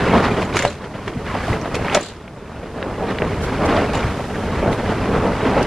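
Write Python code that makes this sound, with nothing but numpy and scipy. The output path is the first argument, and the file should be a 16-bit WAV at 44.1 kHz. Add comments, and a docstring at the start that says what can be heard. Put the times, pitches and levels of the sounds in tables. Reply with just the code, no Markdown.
"""Canvas tent walls shake in a winter gale, heard from inside.
Countless small slaps make a dense flutter and rustle, and filtered noise makes a low heaving of the air.
Bursts and short swinging tones make slack panels crumple, tick, snap and whump taut.
Ringing modes with a gritty scrape make small metal fittings jingle.
Dense random grains make blown snow hiss over the cloth."""
import sys
import numpy as np
from scipy import signal
from scipy.fft import rfft, irfft, next_fast_len
from scipy.io import wavfile

SR = 44100
rng = np.random.default_rng(int(sys.argv[2]) if len(sys.argv) > 2 else 0)


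def dump(signal):
    """Clip the signal to [-1, 1] and save it as 16-bit WAV at the path in sys.argv[1]."""
    limited = np.clip(np.atleast_2d(signal).T, -1, 1)
    pcm = np.round(limited * 32767).astype(np.int16)
    wavfile.write(sys.argv[1], SR, pcm)


N = 249606   # length in samples

# Surges of wind that shake the walls harder: crest_s [s], length_s [s], extra_flutter_db [dB],
# extra_rustle_db [dB], panel_hz [Hz] (resonance of the panel shaken most)
GUST_SURGES = [(0.08, 0.12, 1.5, 2.5, 231), (0.173, 0.17, 6.5, 5, 690), (0.257, 0.1, 2.5, 7.5, 1500),
               (0.422, 0.036, -0.5, 5.5, 1700), (0.843, 0.091, 3, 6, 450), (.97, .081, 1, 5.5, 1700),
               (1.292, .16, -2, 5, 1700), (1.408, 0.25, -3, 4, 1400), (1.523, 0.12, 3.5, 5.5, 181),
               (1.908, 0.15, -1, 5.5, 1750), (2.638, 0.22, 2, 1.5, 182), (2.863, 0.31, 6.5, 1, 300),
               (3.028, 0.11, 10, 2, 660), (3.099, 0.15, 6, 5.5, 214), (3.232, 0.11, 8.5, 1.5, 215),
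               (3.643, 0.15, 9.5, 3.5, 307), (3.699, .085, 6, 5.5, 296), (3.779, 0.19, 8, 6, 690),
               (3.972, 0.12, 3.5, 3, 760), (4.053, 0.17, 1, 6, 1700), (4.683, 0.22, 5.5, -1.5, 710),
               (4.912, 0.067, 3.5, 3, 340), (5.046, 0.092, 3, 2, 180), (5.097, 0.08, 5.5, -1.5, 285),
               (5.156, 0.12, 9, 3, 310), (5.256, 0.2, 6, 0, 175), (5.468, 0.16, 6, 4, 272),
               (5.577, .17, 8.5, 4.5, 800)]


def from_db(db):
    """Turn decibels into a gain."""
    return 10 ** (np.asarray(db) / 20)


def rms_one(x):
    """Scale a sound so that its rms strength is 1."""
    return x / np.sqrt(np.mean(x ** 2) + 1e-20)


def in_time(rows):
    """Draw a (time, level) curve as one level for every sample."""
    times_s, levels_db = np.transpose(rows)
    return np.interp(np.arange(N) / SR, times_s, levels_db)


def drift(rate_hz):
    """Smooth random wandering around zero with spread 1, changing about rate_hz times a second."""
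    step = 40   # samples between the slow random values
    r = np.exp(-2 * np.pi * rate_hz * step / SR)
    noise = rng.standard_normal(N // step + 2002)
    slow = signal.lfilter([1], [1, -2 * r, r * r], noise)[2000:]   # skip the filter's start
    return np.interp(np.arange(N) / step, np.arange(len(slow)), rms_one(slow))


def colour(x, spectrum):
    """Filter a sound to the given (Hz, dB) response without sounding ahead of time (minimum phase)."""
    size = 2 * next_fast_len(N // 2 + SR // 10)
    hz, db = np.transpose(spectrum)
    bins_hz = np.maximum(np.arange(size // 2 + 1) * SR / size, 1)
    gains = from_db(np.interp(np.log(bins_hz), np.log(hz), db))
    # folding the cepstrum forward in time gives the minimum phase
    cepstrum = irfft(np.log(gains))
    cepstrum[1:size // 2] *= 2
    cepstrum[size // 2 + 1:] = 0
    response = np.exp(rfft(cepstrum))
    return irfft(rfft(x, size) * response)[:N]


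def dying(fade_s):
    """A quarter of a second of an envelope that falls by 60 dB in fade_s seconds."""
    return from_db(-60 * np.arange(SR // 4) / (SR * fade_s))


def add(track, s, sound):
    """Mix a sound into a track at s seconds."""
    start = round(s * SR)
    track[start:start + len(sound)] += sound[:N - start]


def swell(crest_s, length_s):
    """A smooth rise to 1 at the crest and a smooth fall, at every sample."""
    rise_share = 0.47   # part of the length spent rising
    start_s = crest_s - rise_share * length_s
    end_s = crest_s + (1 - rise_share) * length_s
    ramp = np.interp(np.arange(N) / SR, [start_s, crest_s, end_s], [0, 1, 0])
    return np.sin(np.pi / 2 * ramp) ** 2


def swells(rows):
    """Add up many swells, giving one track in dB for each level column."""
    return sum(np.outer(extra_db, swell(crest_s, length_s)) for crest_s, length_s, *extra_db in rows)


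def slaps(per_s, spread_db):
    """Random pushes of uneven size and either sign, about per_s a second; rms 1."""
    sizes = from_db(spread_db * np.minimum(rng.exponential(1, N), 3.5)) * rng.choice([-1, 1], N)
    happens = rng.random(N) < per_s / SR
    return rms_one(sizes * happens / np.sqrt(per_s))


def patches(pushes, low_hz, high_hz, cycles, count):
    """Each push sets one of many cloth patches ringing, falling 60 dB in some cycles of its pitch; rms 1."""
    out, dealt = np.zeros(N), rng.integers(0, count, N)
    for k, hz in enumerate(np.geomspace(low_hz, high_hz, count)):
        r, w = from_db(-60 * hz / (cycles * SR)), 2 * np.pi * hz / SR
        pushed = pushes * (dealt == k) + 1e-18
        ringing = signal.lfilter([1, 0, -1], [1, -2 * r * np.cos(w), r * r], pushed)
        out += rms_one(ringing) * np.sqrt(hz)   # equal power per Hz
    return rms_one(out)


def walls(flutter_db, rustle_db):
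    """Ripples run through the cloth as countless small slaps, more of them in a stronger wind."""
    # Tone of the flutter: pitch_hz [Hz], level_db [relative dB per Hz]
    flutter_tone = [(50, -13), (120, -15.5), (185, 1.5), (270, 0.5), (340, -3), (440, 2), (520, -2),
                    (600, -1.5), (750, -5), (950, -7), (1400, -13.5), (2500, -27), (5000, -52.5),
                    (15000, -88)]
    # Tone of the rustle: pitch_hz [Hz], level_db [relative dB per Hz]
    rustle_tone = [(300, -16.5), (800, 4.5), (1400, 2), (2000, -1), (2900, -7), (3800, -14), (5500, -20.5),
                   (8000, -28.5), (11000, -35.5), (15000, -65)]
    pace = from_db(.35 * (flutter_db - np.max(flutter_db)))
    flapping = drift(31.0)   # quick, uneven rises and dips in level

    folds = slaps(850 * pace, spread_db=-1.0)
    panel_slaps = slaps(1100 * pace, spread_db=1.5)
    panels = patches(panel_slaps, low_hz=158.4, high_hz=1558, cycles=38.0, count=24)
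    dry_slaps = rms_one(colour(folds + .5 * rng.standard_normal(N), flutter_tone))
    ringing = rms_one(colour(panels, flutter_tone))
    body = shaken_panels(rms_one(dry_slaps + 0.73 * ringing))

    crease_slaps = slaps(1300 * pace, spread_db=2.5)
    creases = patches(crease_slaps, low_hz=900, high_hz=5000, cycles=72, count=20)
    rubbing = 1.56 * rng.standard_normal(N)
    rustle = rms_one(colour(0.95 * folds + 0.68 * creases + rubbing, rustle_tone))

    moving_flutter_db = flutter_db + 1.2 * flapping
    moving_rustle_db = rustle_db + 1.2 * flapping + 0.1 * drift(46)
    return body * from_db(moving_flutter_db) + rustle * from_db(moving_rustle_db)


def shaken_panels(flutter):
    """Each surge shakes one panel most, so the resonance in the flutter moves from surge to surge."""
    gain, width_octaves = 0.55, 0.24
    edges = 2 ** (width_octaves * np.array([-.5, .5]))
    resonance = np.zeros(N)
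    for crest_s, length_s, _, _, panel_hz in GUST_SURGES:
        band = signal.butter(1, panel_hz * edges, "band", fs=SR, output="sos")
        resonance += signal.sosfilt(band, flutter) * swell(crest_s, length_s)
    return flutter + gain * resonance


def heaving(heave_db):
    """Whole walls pump the air in the tent, heard as low noise that is deeper in the later gusts."""
    # Tone of the pumped air: pitch_hz [Hz], level_db [relative dB per Hz]
    heave_tone = [(12, -18), (25, -5), (45, -1.5), (85, 2.5), (130, 0), (200, -4.5), (400, -15),
                  (1000, -99)]
    # Level of the deepest part over time: time_s [s], extra_db [dB]
    deep_curve = [(0, -8), (.8, -5), (1.6, -1), (3.0, 0.5), (4.2, 0.5), (4.7, 3), (5.66, 0.5)]
    air = rms_one(colour(rng.standard_normal(N), heave_tone))
    deep = signal.sosfilt(signal.butter(1, 50, fs=SR, output="sos"), air)   # below about 50 Hz
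    extra_deep = deep * (from_db(in_time(deep_curve)) - 1)
    return (air + extra_deep) * from_db(heave_db)


def snaps():
    """A fold cracks open as a very short noise burst and the cloth around it shivers on."""
    # Folds cracking open: start_s [s], level_db [relative dB], low_hz [Hz], high_hz [Hz],
    # fade_s [s for the shiver to fall 60 dB]
    snap_rows = [(.547, -28, 400, 2500, 0.12), (.5685, -8, 1390, 8050, 0.026),
                 (.5907, -12, 1410, 5000, 0.025), (.6227, -13.5, 2000, 8000, .05),
                 (.650, -13, 1500, 5000, 0.026), (1.078, -22, 900, 5000, 0.09),
                 (1.351, -26.5, 610, 1700, 0.04), (1.613, -25, 4700, 6100, 0.048),
                 (1.655, -31, 497, 1710, 0.062), (1.7445, -17.5, 2000, 6200, 0.065),
                 (1.947, -0.5, 3630, 7600, 0.014), (1.950, -12, 1100, 3250, 0.032),
                 (1.971, -18.5, 696, 2430, 0.044), (5.628, -22, 2800, 6800, 0.027)]
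    # Tone filter of all cracks: pitch_hz [Hz], gain_db [dB]
    crack_tone = [(100, -73), (500, 26), (3000, 4.5), (4500, -7), (6500, -3), (9000, -9.5), (11500, -7.5),
                  (15000, -36)]
    out = np.zeros(N)
    for start_s, level_db, low_hz, high_hz, fade_s in snap_rows:
        envelope = dying(.024) + .5 * dying(fade_s)   # the crack, then the shiver
        band = signal.butter(2, [low_hz, high_hz], "band", fs=SR, output="sos")
        # soft cloth makes no sharper edge
        softness = signal.butter(4, min(2.9 * high_hz, SR / 2.2), fs=SR, output="sos")
        noise = rng.choice([-1, 1], len(envelope)) * envelope
        burst = rms_one(signal.sosfilt(np.vstack([band, softness]), noise))
        add(out, start_s, from_db(level_db - 9.0) * burst * np.sqrt(np.mean(envelope ** 2)))
    return colour(out, crack_tone)


def crumples():
    """Slack cloth gathers and lets go in dry cracks and briefly ringing creases that swell and fade."""
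    # Bouts of crumpling: crest_s [s], level_db [dB at the crest], rise_s [s],
    # fade_s [s to fall 60 dB]
    crumple_rows = [(.425, -28, 0.042, 0.069), (.575, -24, 0.051, 0.54), (1.08, -36.5, 0.047, 0.1),
                    (1.753, -23.5, 0.013, 0.059), (1.953, -27, 0.051, 0.51), (2.065, -50, 0.025, 0.33),
                    (3.94, -28, .012, 0.25)]
    # Tone of the crackle: pitch_hz [Hz], level_db [relative dB per Hz]
    crumple_tone = [(200, -24), (500, -2), (1000, 2.5), (3000, -1.5), (4500, -8), (7000, -13.5),
                    (10000, -20), (14000, -39)]
    t, envelope = np.arange(N) / SR, np.zeros(N)
    for crest_s, level_db, rise_s, fade_s in crumple_rows:
        rise = np.interp(t, [crest_s - rise_s, crest_s], [0, 1])
        fall_db = 60 * np.maximum(t - crest_s, 0) / fade_s
        envelope += rise * from_db(level_db - fall_db)
    creases = patches(slaps(900, spread_db=3.0), low_hz=500, high_hz=6000, cycles=13, count=18)
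    cracks = slaps(910, spread_db=3.5)
    crackle = (cracks + 0.52 * creases) * from_db(2.0 * drift(90))   # in uneven bunches
    return rms_one(colour(crackle, crumple_tone)) * envelope


def whumps(sag, rough, soft_hz=2500):
    """A panel pulled taut swings unevenly, then dies and sinks in pitch as the pull eases."""
    # Panels jerking taut: start_s [s], level_db [relative dB], pitch_hz [Hz],
    # hold_s [s at full strength], fade_s [s to fall 60 dB]
    whump_rows = [(0.4, -17, 447, 0.0027, 0.033), (.546, -16, 426, .003, 0.023),
                  (0.558, -11, 410, 0.0022, 0.041), (0.634, -15.5, 564, 0.0073, 0.05),
                  (0.6502, 0, 690, 0.002, 0.003), (0.658, -13.5, 560, 0.012, .05),
                  (0.954, -23, 524, 0.0016, 0.041), (1.074, -17.5, 388, .002, 0.086),
                  (1.35, -17, 594, 0.0015, 0.021), (1.481, -14, 610, 0.0027, 0.046),
                  (1.743, -13.5, 500, 0.0016, 0.022), (1.765, -11.5, 460, 0.0025, 0.038),
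                  (1.95, -9.5, 575, .002, 0.032), (1.967, -8, 595, 0.0077, 0.022),
                  (2.98, -19.5, 475, .002, .04), (3.008, -17, 520, 0.0018, 0.024),
                  (3.221, -5, 414, 0.00061, .012), (3.935, -17, 757, 0.0049, 0.046),
                  (4.195, -18, 590, .002, 0.057), (4.627, -10, 540, .003, .04),
                  (4.895, -16, 380, .002, .04), (5.564, -14, 563, 0.0055, 0.042)]
    out = np.zeros(N)
    for start_s, level_db, pitch_hz, hold_s, fade_s in whump_rows:
        envelope = np.concatenate([np.ones(round(hold_s * SR)), dying(fade_s)])
        slow = signal.butter(2, pitch_hz, fs=SR, output="sos")
        shiver = rms_one(signal.sosfilt(slow, rng.standard_normal(SR // 2)))[:len(envelope)]
        moving_hz = pitch_hz * (1 + sag * (envelope - .5) + rough * shiver)
        swing = np.sin(2 * np.pi * np.cumsum(moving_hz) / SR)
        add(out, start_s, from_db(level_db - 1.5) * envelope * swing)
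    return signal.sosfilt(signal.butter(2, soft_hz, fs=SR, output="sos"), out)


def ticks(rustle_db):
    """A stiff crease pops through: one pop and a very short shiver in a band with steep edges."""
    # Single dry ticks: start_s [s], level_db [relative dB], low_hz [Hz], high_hz [Hz]
    tick_rows = [(0.525, -20, 2040, 2750), (1.847, -17.5, 1500, 2970), (1.882, -9, 1010, 2640),
                 (1.897, -14, 2210, 3320), (1.924, -17, 2600, 3650), (2.279, -25, 700, 3300),
                 (2.827, -14, 900, 4320), (3.1853, -12.5, 1610, 4200), (3.220, -9.5, 900, 3060),
                 (4.7283, -17.5, 1900, 4260), (5.453, -16.5, 1500, 3000)]
    out, envelope = np.zeros(N), dying(.018)[:SR // 16]
    pop = 7.3 * signal.unit_impulse(len(envelope))   # over the shiver that follows it
    for start_s, level_db, low_hz, high_hz in tick_rows + stray_ticks(rustle_db):
        band = signal.butter(8, [low_hz, high_hz], "band", fs=SR, output="sos")
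        dulling = signal.butter(1, 1.5 * low_hz, fs=SR, output="sos")
        push = rng.choice([-1, 1], len(envelope)) * envelope + pop
        burst = rms_one(signal.sosfilt(np.vstack([band, dulling]), push))
        add(out, start_s, from_db(level_db - 4.5) * burst * np.sqrt(np.mean(envelope ** 2)))
    return out


def stray_ticks(rustle_db):
    """Small creases pop at random moments, harder when the cloth rustles harder; rows as in ticks()."""
    count = 110
    moments = rng.integers(0, N, count)
    chance = np.clip(rng.standard_normal((count, 2)), -2, 2)
    octaves = 0.485 * chance[:, 1]   # scatter in pitch
    # scattered in level, and slightly louder with pitch (2 dB per octave)
    levels_db = rustle_db[moments] - 2 - 2 * chance[:, 0] + 2 * octaves
    lows_hz = 1500 * 2 ** octaves
    return [(at / SR, db, hz, 1.99 * hz) for at, db, hz in zip(moments, levels_db, lows_hz)]


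def fittings(scatter_db=3):
    """Each knock scrapes grittily and rings the metal, some modes most, with new strengths at each ear."""
    # Ringing modes of the metal: pitch_hz [Hz], level_db [relative dB], fade_s [s to fall 60 dB]
    metal_modes = [(2820, -15, .07), (3460, -30, 0.07), (4060, -14, .06), (6000, -16, .06),
                   (6370, -21, .06), (6800, -19, 0.053), (7080, -17, 0.029), (7640, -19, 0.053),
                   (7900, -17, .04), (10600, -29, .05)]
    # Knocks: start_s [s], scrape_db [relative dB], ring_db [relative dB],
    # struck_hz [Hz around which modes ring hardest]
    knock_rows = [(.45, -36, -34, 6900), (0.559, -31, -25, 6800), (.570, -26, -22, 6300),
                  (0.59, -21, -19, 6750), (.624, -35, -27, 6750), (0.651, -21, -29, 8000),
                  (.676, -36, -29, 4060), (.6994, -45, -30, 6950), (.727, -43, -34, 6500),
                  (1.948, -28.5, -29, 7300), (2.0088, -32.5, -23, 7100), (2.0287, -25, -29, 7700),
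                  (2.046, -35, -37, 7100), (2.0596, -28, -32, 3450), (2.0855, -32, -39, 7300),
                  (3.951, -37, -25, 6800), (3.973, -37.5, -30, 6940)]
    # Tone filter of metal scraping on metal and cloth: pitch_hz [Hz], gain_db [dB]
    scrape_tone = [(1500, -41), (3300, 2), (4600, 3), (5500, -11), (7200, -2), (8300, -8), (10500, -17),
                   (14000, -38), (15500, -45)]
    focus_peak_db, focus_octaves = 14.5, .07   # how much harder those modes ring, and how far around
    t = np.arange(SR // 4) / SR
    scrape_fade = dying(0.026) + 0.38 * dying(0.22)   # a short scrape with a weaker tail
    ears = []
    for _ in range(2):
        ring, scrape = np.zeros(N), np.zeros(N)
        for start_s, scrape_db, ring_db, struck_hz in knock_rows:
            for hz, mode_db, fade_s in metal_modes:
                size, phase = rng.standard_normal(2)
                distance = np.log2(hz / struck_hz) / focus_octaves
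                focus_db = focus_peak_db * np.exp(-distance ** 2)
                strength = from_db(ring_db + mode_db + focus_db + scatter_db * size)
                envelope = strength * (dying(fade_s) - dying(0.0038))   # the second part softens the start
                add(ring, start_s, envelope * np.sin(2 * np.pi * hz * t + phase))
            add(scrape, start_s, from_db(scrape_db) * scrape_fade)
        grit = slaps(3500, spread_db=2.0)
        ears.append(ring + colour(scrape * grit, scrape_tone))
    return np.array(ears)


def snow(snow_db, centre_ceiling_db=-46):
    """Fine grains sweep the cloth: an even hiss ahead, and a wide one with brief, strong rises."""
    # Tone filter of the hiss ahead: pitch_hz [Hz], gain_db [dB]
    centre_tone = [(1000, -36), (3000, 8), (5000, 6), (8000, -0.5), (11000, -5), (13000, -16), (15000, -55)]
    # Tone filter of the wide hiss: pitch_hz [Hz], gain_db [dB]
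    wide_tone = [(1000, -47), (2400, 2), (3400, 5.5), (5000, 3), (8000, 2), (11000, 0.5), (13500, -3),
                 (15500, -15)]
    centre_db = np.minimum(snow_db, centre_ceiling_db) + 4.0
    centre = colour(slaps(30000, spread_db=5.0), centre_tone) * from_db(centre_db)
    wide = colour(slaps(30000, spread_db=-5.0), wide_tone) * from_db(snow_db + 3.5)
    return centre + wide * [[1], [-1]]   # opposite signs at the two ears


def reflections(x, fade_s, first_s):
    """Short, dense echoes between the cloth walls, as a fading noise tail of unit power."""
    tail = rng.standard_normal(SR // 4) * dying(fade_s)
    tail[:round(first_s * SR)] = 0
    return signal.fftconvolve(x, tail / np.linalg.norm(tail))[:N]


def spread(cloth):
    """The nearest walls reach the two ears unequally, and the cloth leans a little to the right."""
    # How much of the cloth's sound differs between the ears: pitch_hz [Hz], side_db [dB]
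    width_curve = [(50, -46), (100, -82), (250, -26), (450, -24.5), (800, -24), (1300, -27.5), (2500, -18),
                   (5000, -5), (10000, 3)]
    side = colour(reflections(cloth, fade_s=0.045, first_s=0.000827), width_curve)
    above_bass = signal.sosfilt(signal.butter(1, 340, "high", fs=SR, output="sos"), cloth)
    side = side - .04 * above_bass   # quieter at the left, louder at the right
    return cloth + side * [[1], [-1]]


def scene():
    """One wind drives cloth, air and snow; the cloth lies a little right of the middle, snow all around."""
    # Strength of the wind, as the basic level of the flutter: time_s [s], level_db [dB]
    wind_curve = [(0, -19), (.38, -21.5), (.48, -27), (.65, -24), (.74, -34.5), (1.2, -31), (1.35, -26),
                  (1.66, -27.5), (1.96, -23.5), (2.07, -38), (2.36, -38), (2.76, -33), (3.08, -28.5),
                  (3.5, -25), (3.82, -22.5), (4.27, -28), (4.52, -24), (5.66, -23)]
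    # A whole wall bellies in and out, or is held still: crest_s [s], length_s [s],
    # extra_heave_db [dB], extra_flutter_db [dB]
    billow_rows = [(.25, .48, -1, 0), (.64, 0.08, 0.5, -7.5), (.78, 0.32, 1, -1), (1.17, 0.056, 12, 0.5),
                   (1.51, 0.098, 9.5, -0.5), (1.97, 0.31, -9.5, 3.5), (3.41, 0.74, 4, -1),
                   (3.65, .15, 1.5, -1), (4.05, 0.12, 7, 1), (4.69, .13, 4, 2), (5.17, 0.25, 3, -0.5)]
    # Short rises of the hiss, strongest in the wide part: crest_s [s], length_s [s], extra_hiss_db [dB]
    hiss_rise_rows = [(1.5, 0.22, 6.5), (3.44, 0.074, 13), (3.66, 0.03, 18), (4.2, 0.67, 3),
                      (4.73, 0.051, 9.5), (5.63, 0.017, 17)]
    wind_db = in_time(wind_curve)
    force_db = wind_db + 25   # above or below a moderate wind
    surge_db, extra_rustle_db = swells([row[:-1] for row in GUST_SURGES])
    billow_db, slack_db = swells(billow_rows)
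    hiss_rise_db, = swells(hiss_rise_rows)

    # each follows the wind by its own number of dB per dB
    flutter_db = wind_db + surge_db + slack_db
    rustle_db = -31 + 1.12 * force_db + extra_rustle_db
    heave_db = -26.5 + 0.95 * force_db + 0.17 * surge_db + billow_db
    # the steady hiss stops growing at a moderate wind
    snow_db = np.minimum(-50.5 + 0.85 * force_db, -50.5) + hiss_rise_db

    blows = snaps() + crumples() + whumps(sag=0.12, rough=0.18)
    echoes = from_db(-10) * reflections(blows, fade_s=0.089, first_s=0.00542)
    cloth = walls(flutter_db, rustle_db) + ticks(rustle_db) + blows + echoes
    return spread(cloth) + heaving(heave_db) + fittings() + snow(snow_db)


def record(dry):
    """Round the highest peaks and cut the treble steeply above 15200 Hz."""
    rounded = dry / (1 + dry ** 6) ** (1 / 6)
    return signal.sosfilt(signal.ellip(10, .1, 90, 15200, fs=SR, output="sos"), rounded)


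dry = scene()
out = record(dry)
dump(out)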